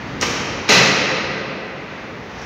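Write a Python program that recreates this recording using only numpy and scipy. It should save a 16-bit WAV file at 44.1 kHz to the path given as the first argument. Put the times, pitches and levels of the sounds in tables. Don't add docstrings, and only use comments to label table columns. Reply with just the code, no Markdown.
import sys
import numpy as np
from scipy import signal
from scipy.fft import rfft, irfft, next_fast_len
from scipy.io import wavfile
from scipy.ndimage import uniform_filter1d, minimum_filter1d, map_coordinates

SR = 44100
rng = np.random.default_rng(int(sys.argv[2]) if len(sys.argv) > 2 else 0)


def transcribe(signal):
    frames = np.atleast_2d(signal).T
    limited = np.clip(frames, -1, 1)
    pcm = np.round(limited * 32767).astype(np.int16)
    wavfile.write(sys.argv[1], SR, pcm)


def ratio(d):
    e = np.asarray(d, float) / 20
    return 10 ** e


N = 108045
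TIME_S = np.arange(N) / SR


def unit(x):
    return x / np.sqrt(np.mean(x ** 2) + 1e-20)


def along(points, hz):
    f, v = np.transpose(points)
    return np.interp(np.log(hz + 1), np.log(f + 1), v)


def over_time(points):
    return np.interp(TIME_S, *np.transpose(points))


def filtered(x, response):
    m = next_fast_len(len(x) + 8192)
    return irfft(rfft(x, m) * response(np.fft.rfftfreq(m, 1 / SR)), m)[:len(x)]


def causal(points):
    size = 4096
    gain = ratio(along(points, np.fft.rfftfreq(size, 1 / SR)))
    cepstrum = irfft(np.log(gain), size)
    cepstrum[1:size // 2] *= 2
    cepstrum[size // 2 + 1:] = 0
    return irfft(np.exp(rfft(cepstrum)), size)


def wobble(rate_hz):
    knots = rng.standard_normal(int(N * rate_hz / SR) + 4)
    return map_coordinates(knots, [np.arange(N) * rate_hz / SR])


def rush(spectrum):
    return unit(filtered(rng.standard_normal(N), lambda hz: ratio(along(spectrum, hz))))


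# frequency in Hz, level in dB per Hz.
AIR_SPECTRUM = [(40, -6), (200, -4.5), (450, 1.5), (700, -3.5), (2000, 1), (3500, -11), (6000, -20),
                (15000, -49)]


def air():
    return ratio(-33 + 2.4 * wobble(5.42)) * rush(AIR_SPECTRUM)


# time in seconds, force in dB.
WHEEL_FORCE = [(0, -34), (.15, -30.5), (.5, -29.5), (.7, -35), (1.3, -32), (1.9, -37), (2.2, -37.5),
               (2.45, -38.5)]
# frequency in Hz, level in dB per Hz.
RUMBLE_SPECTRUM = [(40, -7), (90, 3), (260, 5.5), (400, -4), (1000, -24.5), (3000, -38.5)]
# frequency in Hz, level in dB per Hz.
TRACK_SPECTRUM = [(200, 7), (500, 2.5), (900, 2.5), (2000, -8.5), (3500, -13), (5800, -19), (9000, -27),
                  (15000, -33.5)]


def rolling():
    track_db, track_db_per_force_db = -2, 0.47
    force_db = over_time(WHEEL_FORCE)
    top_db = force_db.max()
    rumble = ratio(force_db + 0.5 * wobble(7.14)) * rush(RUMBLE_SPECTRUM)
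    hiss_db = top_db + track_db + track_db_per_force_db * (force_db - top_db)
    hiss = ratio(hiss_db + 0.47 * wobble(17)) * rush(TRACK_SPECTRUM)
    return rumble + hiss


# frequency in Hz, t60 in seconds.
HALL_T60 = [(60, 3.5), (300, 4.2), (1000, 3.66), (2500, 2.61), (5000, 1.81), (8000, 0.93), (11000, 0.84),
            (15000, 0.84)]


def hall():
    gap_s, rise_s = 0.00133, 0.005
    hz, t, z = signal.stft(rng.standard_normal(N), SR, nperseg=256)
    decay = ratio(-60 * t / along(HALL_T60, hz)[:, None])
    tail = signal.istft(z * decay, SR, nperseg=256)[1][:N]
    tail = tail * (1 - np.exp(-np.maximum(TIME_S - gap_s, 0) / rise_s))
    return tail / np.linalg.norm(tail)


def scrape(t60_s):
    bite_s, clatter_db, clatter_hz = 0.00071, 2.2, 220
    decay_db = -60 * TIME_S / t60_s
    envelope = ratio(decay_db + clatter_db * wobble(clatter_hz)) * (1 - np.exp(-TIME_S / bite_s))
    burst = envelope * rng.standard_normal(N)
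    return burst * np.linalg.norm(ratio(decay_db)) / np.linalg.norm(burst)


def resonances(ring, hz):
    total = 0
    for k, (center_hz, width_hz, db) in enumerate(ring):
        damping = 1j * hz * width_hz
        total = total + (-1) ** k * ratio(db) * damping / (center_hz ** 2 - hz ** 2 + damping)
    return total


def knocks(contacts, ring, crack, t60_s, ring_db, hall_db):
    blows = np.zeros(2 * N)
    split_hz = 4700
    high = signal.butter(2, split_hz, "high", fs=SR)
    low = signal.butter(2, split_hz, fs=SR)
    for start_s, db, thin in contacts:
        direct = scrape(t60_s)
        heard = direct + ratio(hall_db) * np.linalg.norm(direct) * hall()
        thin = np.clip(thin, -1, 1)
        share = abs(thin)
        coloured = signal.lfilter(*(high if thin > 0 else low), heard)
        blow = (1 - share) * heard + share * coloured
        blows[round(start_s * SR):][:N] += ratio(db) * blow
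    blows = blows[:N]
    cracked = signal.fftconvolve(blows, causal(crack))[:N]
    return cracked + ratio(ring_db) * filtered(blows, lambda hz: resonances(ring, hz))


# start in seconds, level in dB, thinness from -1 dull to 1 thin.
CATCH_CONTACTS = [
    (.2025, -38, 0.42),
    (.2105, -16, 0.83),
    (.2195, -19, 0.49),
    (.225, -20.5, 0.11),
    (.232, -23, 0.17),
    (.245, -42.5, 0.45),
    (.27, -32.5, 0.05),
    (.292, -32.5, .5),
    (2.414, -40, 1),
]
# frequency in Hz, width in Hz, level in dB.
CATCH_MODES = [(186, 62, 4), (453, 132, 11), (1220, 160, 2), (2100, 150, -23), (2460, 230, -0.5),
               (3290, 92, 3.5), (5540, 360, -4), (6200, 180, -16), (8160, 230, -8.5), (12300, 1200, 4.5),
               (15300, 500, 2)]
# frequency in Hz, level in dB.
CATCH_COLOUR = [(60, 0), (250, -4.5), (750, -1), (2000, 6), (4500, -1.5), (5700, -3.5), (9500, -5.5),
                (12500, -5)]


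def catch():
    return ratio(10.5) * knocks(CATCH_CONTACTS, CATCH_MODES, CATCH_COLOUR, t60_s=0.046, ring_db=1.1, hall_db=3.5)


# start in seconds, level in dB, thinness from -1 dull (or below) to 1 thin.
SLAM_CONTACTS = [
    (.669, -40, -.9),
    (.679, -22, -1.62),
    (.6885, -10.5, -0.16),
    (.692, -8, 0.13),
    (.703, -10, 0.11),
    (.711, -18.5, 0.44),
    (.721, -10, 0.079),
    (.75, -22, 0.26),
    (.775, -18, -0.27),
    (.807, -19, -1.1),
]
# frequency in Hz, width in Hz, level in dB.
PANEL_MODES = [(134.4, 15.7, 0), (195, 29, 0), (430, 46, -4.5), (531, 33, 3.5), (1224, 34, -8),
               (1364, 17, 0), (1530, 45, -7), (1963, 178, 2), (2620, 330, -4.5), (4069, 225, -0.5),
               (5400, 500, -22.5), (6336, 130, -20), (11020, 1100, -6.5), (14400, 1200, 0)]
# frequency in Hz, level in dB.
PANEL_COLOUR = [(60, -25), (300, -2.5), (700, -3.5), (2300, -6), (3300, -6.5), (6000, -5), (11000, -11),
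                (13300, -3.5)]


def slam():
    return ratio(8.5) * knocks(SLAM_CONTACTS, PANEL_MODES, PANEL_COLOUR, t60_s=0.048, ring_db=4.5, hall_db=10.5)


# frequency in Hz, level in dB, t60 in seconds.
BENDING_MODES = [(135.8, -22, 0.36), (171, -16.5, 0.13), (208.3, -20, 0.411), (406.4, -17.5, .35),
                 (442.7, -15, 0.22)]
# start in seconds, level in dB.
BENDING_BLOWS = [
    (.69, -0.5),
    (.76, -7),
    (.805, 0.5),
]


def flex():
    boom, t = np.zeros(2 * N), np.arange(SR) / SR
    rise = 1 - np.exp(-t / 0.0024)
    for start_s, blow_db in BENDING_BLOWS:
        for hz, mode_db, t60_s in BENDING_MODES:
            phase = rng.uniform(0, 2 * np.pi)
            envelope = ratio(blow_db + mode_db - 60 * t / t60_s) * rise
            boom[round(start_s * SR):][:SR] += envelope * np.sin(2 * np.pi * hz * t + phase)
    return boom[:N]


# time in seconds, level in dB.
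RUB_LEVEL = [(1.9, -64), (2.2, -57), (2.35, -52), (2.4, -44), (2.45, -43.5)]
# frequency in Hz, level in dB per Hz.
EDGE_SPECTRUM = [(1500, -28), (3500, 5), (5800, 12.5), (7000, -4), (10000, 0.5), (15000, -4.5)]


def rubbing():
    level_db = np.interp(TIME_S, *np.transpose(RUB_LEVEL), left=-120)
    return ratio(level_db + 2 * wobble(70)) * rush(EDGE_SPECTRUM)


def scene():
    return (air() + rolling() + catch() + slam() + flex() + rubbing())[None]


# frequency in Hz, level in dB.
MIC_RESPONSE = [(25, -48), (50, -2), (120, -1), (6500, 0), (7300, -9.5), (8300, -23.5), (13500, -31.5),
                (15000, -33)]
# frequency in Hz, level in dB per Hz.
HISS_SPECTRUM = [(6000, -31), (9000, -17), (11500, -6), (13000, -3.5), (15000, -1.5)]


def microphone(x):
    return signal.fftconvolve(x, causal(MIC_RESPONSE))[:N] + ratio(-67.5) * rush(HISS_SPECTRUM)


# time in seconds, gain in dB.
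SLOW_GAIN = [(0, -0.5), (.69, 0), (.8, -2), (.95, -4), (1.2, -4), (1.26, -5), (1.8, -4.5), (2.45, -0.5)]


def gain_control(x):
    return x * ratio(over_time(SLOW_GAIN))


def limiter(x):
    limit_db, hold_s, release_db_per_s = -0.35, 0.003, 250
    fall_db = release_db_per_s * TIME_S
    over_db = np.maximum(20 * np.log10(np.abs(x) + 1e-9) - limit_db, 0)
    cut_db = np.maximum.accumulate(over_db + fall_db) - fall_db
    look = int(hold_s * SR)
    return x * ratio(uniform_filter1d(minimum_filter1d(-cut_db, look), look))


def roll_off(x):
    return signal.sosfilt(signal.butter(12, 16840, fs=SR, output="sos"), x)


def record(dry):
    x = limiter(gain_control(microphone(dry[0])))
    top_hz = 15740
    x = filtered(x, lambda hz: hz < top_hz)
    return roll_off(x[None])


dry = scene()
out = record(dry)
transcribe(out)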